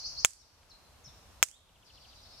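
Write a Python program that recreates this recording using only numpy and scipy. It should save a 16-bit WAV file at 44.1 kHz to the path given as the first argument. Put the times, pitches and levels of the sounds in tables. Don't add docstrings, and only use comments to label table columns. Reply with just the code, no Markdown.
import sys
import numpy as np
from scipy import signal
from scipy.fft import rfft, irfft
from scipy.io import wavfile
from scipy.ndimage import uniform_filter1d

SR = 44100
rng = np.random.default_rng(int(sys.argv[2]) if len(sys.argv) > 2 else 0)


def generate_wav(signal):
    frames = np.transpose(np.atleast_2d(signal))
    scaled = np.clip(frames, -1, 1) * 32767
    pcm = np.round(scaled).astype(np.int16)
    wavfile.write(sys.argv[1], SR, pcm)


N = 105840

# start_s, level_db, pulse_ms, rebound_ms, rebound_db, left_offset, right_offset
SPARKS = [(0.2482, 28, 0.18, .29, -14, -0.94, -.1), (1.4278, 28.5, 0.093, 0.082, -11.5, -0.67, 0.072)]
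# pitch_hz, width_hz, left_db, right_db
HOUSING_MODES = [(653, 680, -8.5, -17), (1439, 630, -3, -18), (2360, 810, -0.5, -12), (3232, 280, -5.5, -6),
                 (5300, 240, 1, -16), (7100, 1100, -0.5, -1.5), (7250, 600, -18, 3),
                 (9180, 590, -18.5, -10), (10800, 760, -11.5, -10), (15050, 1600, -6.5, -8.5)]
# delay_s, spread_s, left_db, right_db
ECHOES = [(.0021, .0004, -24, -24.5), (.006, 0.0003, -28.5, -13.5), (.009, .0018, -23, -21),
          (.059, .0006, -40, -44.5), (.086, .001, -45, -47.5)]
# frequency_hz, level_db
ECHO_COLOUR = [(150, -32.5), (600, -21), (2300, -15), (4500, -22), (6000, -6), (7000, -4), (9000, -11),
               (12000, -19.5), (16000, -34.5)]
# t60_s, left_db, right_db
LEAF_SCATTER = [(.06, -31, -30), (0.322, -40, -28)]
# frequency_hz, level_db
LEAF_COLOUR = [(200, -34.5), (1800, -15.5), (4200, -13.5), (6000, -5), (7500, -1.5), (10500, -11),
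               (13000, -22.5), (16000, -34.5)]
# start_s, level_db
NEAR_CALLS = [(-.1, -35.5), (.029, -39), (0.161, -40)]
# start_s, length_s, from_hz, to_hz, bend (under 1 glides early), level_db
SONG_NOTES = [(.38, 0.041, 6500, 5400, 0.43, -54), (.41, 0.028, 4620, 3700, 0.46, -59.5),
              (.694, 0.016, 6890, 4320, 0.64, -54), (.704, 0.028, 4400, 4040, 0.72, -50),
              (1.034, 0.039, 7350, 5185, 0.3, -52), (1.052, 0.025, 6220, 5100, 1.0, -54.5),
              (1.064, 0.037, 5000, 3500, 0.44, -58), (1.495, 0.096, 2970, 4335, 1.3, -55),
              (2.21, .07, 5415, 5200, 1.0, -62.5), (2.255, 0.051, 4430, 4450, 0.85, -60.5),
              (2.32, 0.038, 5030, 5550, 1.36, -56), (2.35, 0.053, 4740, 4500, 0.67, -55.5),
              (2.37, 0.037, 5430, 5250, 1.3, -56.5)]
# start_s, level_db
CHIPS = [(1.683, -57), (1.751, -57), (1.821, -57), (1.893, -53), (1.97, -53), (2.041, -54), (2.123, -56)]
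# start_s, length_s, centre_hz, width_hz, level_db
HANDLING = [(0.626, 0.012, 2540, 2600, -56), (1.066, 0.029, 136, 68.6, -49)]
# frequency_hz, density_db
AIR_COLOUR = [(15, -29.5), (25, -3), (74, 3), (123, -7), (293, -15), (373, -16.5), (607, -11.5),
              (1190, -14.5), (1940, -21.5), (2610, -20.5), (2990, -21.5), (5430, -24), (6560, -25.5),
              (14000, -32.5), (16000, -49)]
# frequency_hz, side_db
AIR_SIDE = [(50, -16.5), (200, -5), (900, -6.5), (4000, 0.5), (12000, -1)]


def fence():
    out = np.zeros((2, LEAD + N))
    thump_s = .0009
    settle = np.exp(-np.arange(SR // 20) / SR / thump_s)
    for start, db, pulse_ms, rebound_ms, rebound_db, left, right in SPARKS:
        add(out, start, undb(db) * spark(pulse_ms, rebound_ms, rebound_db))
        add(out, start, np.array([[left], [right]]) * settle)
        add(out, start, undb(db) * garden_reflections())
    return out[:, LEAD:]


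def spark(pulse_ms, rebound_ms, rebound_db):
    size = 4096
    t, hz = np.arange(size) / SR, np.fft.rfftfreq(size, 1 / SR)
    age = t * 1000 / pulse_ms
    pulse = -np.exp(-2 * age) * (1 - age)
    rebound = 1 + undb(rebound_db) * np.exp(-2j * np.pi * hz * rebound_ms / 1000)
    crack = irfft(rfft(pulse) * rebound)[:size // 2]
    power = undb(-13.5) ** 2
    for pitch, width, left, right in HOUSING_MODES:
        resonance = (width * hz) ** 2 / ((width * hz) ** 2 + (pitch ** 2 - hz ** 2) ** 2)
        power = power + undb([[left], [right]]) ** 2 * resonance
    ring = causal(2 * np.sqrt(power))
    return signal.fftconvolve(crack[None], ring, axes=1)


def garden_reflections():
    t = np.arange(SR // 2) / SR
    echoes = leaves = 0
    for delay, spread, left, right in ECHOES:
        age = np.maximum(t - delay + spread, 0) / spread
        burst = rng.standard_normal((2, len(t))) * age ** 2 * np.exp(-2 * age)
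        echoes += undb([[left], [right]]) * unit(colour(burst, ECHO_COLOUR))
    ground_delay_s = ECHOES[1][0]
    arrived = np.clip(t / ground_delay_s - 1, 0, 1)
    for t60, left, right in LEAF_SCATTER:
        hiss = rng.standard_normal((2, len(t))) * arrived * decay(t, t60)
        leaves += undb([[left], [right]]) * unit(hiss)
    return echoes + colour(leaves, LEAF_COLOUR)


def birds():
    calls = [(start, .048, 4150, 7143, 2.2, db) for start, db in NEAR_CALLS]
    chips = [(start, .02, 3750, 2450, 1, db) for start, db in CHIPS]
    step_s, fall_db_per_s = .074, 1
    trill = [(1.835 + s, .065, 6400, 3840, .5, -71.5 - fall_db_per_s * s) for s in step_s * np.arange(8)]
    chorus = (among_trees(whistles(calls, rough=.014), wet_db=7.5)
              + among_trees(whistles(SONG_NOTES, rough=.022), wet_db=5)
              + among_trees(whistles(chips, rough=.015), wet_db=-4)
              + among_trees(whistles(trill, rough=.0994), wet_db=21))
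    return chorus[:, LEAD:] * undb([[1], [-1]])


def whistles(notes, rough):
    out = np.zeros(LEAD + N)
    for start, length, from_hz, to_hz, bend, db in notes:
        progress = np.linspace(0, 1, int(length * SR))
        glide = progress ** bend if bend >= 1 else 1 - (1 - progress) ** (1 / bend)
        waver = uniform_filter1d(rng.standard_normal(SR // 4), size=64)[:len(progress)] * np.sqrt(64)
        hz = (from_hz + (to_hz - from_hz) * glide) * (1 + rough * waver)
        tone = np.sin(2 * np.pi * np.cumsum(hz) / SR)
        add(out, start, undb(db) * np.sin(np.pi * progress) * tone)
    return out


def among_trees(direct, wet_db):
    t = np.arange(SR) / SR
    tail = decay(t, t60_s=1) + undb(3.5) * decay(t, t60_s=.15)
    trees = unit(rng.standard_normal((2, SR)) * tail)
    wet = signal.fftconvolve(direct[None], trees, axes=1)[:, :len(direct)]
    return direct + undb(wet_db) * wet


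def handling():
    out = np.zeros(LEAD + N)
    hz = np.fft.rfftfreq(SR, 1 / SR)
    for start, length, centre, width, db in HANDLING:
        passband = np.exp(-2 * ((hz - centre) / width) ** 2)
        noise = irfft(rfft(rng.standard_normal(SR)) * passband, SR)
        swell = np.hanning(int(length * SR))
        add(out, start, undb(db) * swell * noise[:len(swell)] / np.std(noise))
    return out[LEAD:]


def air(mid_db=-57.5):
    hz = np.fft.rfftfreq(N, 1 / SR)
    mid, side = rfft(rng.standard_normal((2, N))) * curve(AIR_COLOUR, hz)
    mid, side = irfft(mid, N), irfft(side * curve(AIR_SIDE, hz), N)
    return np.array([mid + side, mid - side]) * undb(mid_db) / np.std(mid)


def add(out, start_s, x):
    i = max(LEAD + int(round(start_s * SR)), 0)
    part = x[..., :max(out.shape[-1] - i, 0)]
    out[..., i:i + part.shape[-1]] += part


def undb(db):
    return 10 ** (np.asarray(db) / 20)


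def decay(t, t60_s):
    return np.exp(-np.log(1000) * t / t60_s)


def unit(x):
    return x / np.sqrt(np.sum(x ** 2, axis=-1, keepdims=True))


def curve(points, hz):
    point_hz, point_db = np.array(points, float).T
    return undb(np.interp(np.log(hz + 1), np.log(point_hz), point_db))


def colour(x, points):
    response = causal(curve(points, np.fft.rfftfreq(2048, 1 / SR)))
    return signal.fftconvolve(x, unit(response)[None], axes=1)[:, :x.shape[1]]


def causal(gain):
    cepstrum = irfft(np.log(gain))
    half = cepstrum.shape[-1] // 2
    cepstrum[..., 1:half] *= 2
    cepstrum[..., half + 1:] = 0
    return irfft(np.exp(rfft(cepstrum)))[..., :half]


LEAD = SR // 4


def scene():
    return fence() + birds() + air() + handling()


def record(dry):
    threshold_db, max_duck_db, hold_s, recover_s = -14, 13, .04, .46
    ceiling, top_hz = .8, 16000
    peak_db = 20 * np.log10(np.abs(dry).max(axis=0) + 1e-9)
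    over_db = np.clip(peak_db - threshold_db, 0, max_duck_db)
    fade = np.exp(-np.arange(N) / SR / recover_s)
    recovering_db = np.maximum.accumulate(over_db / fade) * fade
    duck_db = np.minimum(recovering_db * np.exp(hold_s / recover_s), max_duck_db)
    ducked = dry * undb(-duck_db)
    clipped = ducked / np.sqrt(np.hypot(1, (ducked / ceiling) ** 2))
    lowpass = signal.ellip(8, .2, 70, top_hz, fs=SR, output="sos")
    return signal.sosfilt(lowpass, clipped)


dry = scene()
out = record(dry)
generate_wav(out)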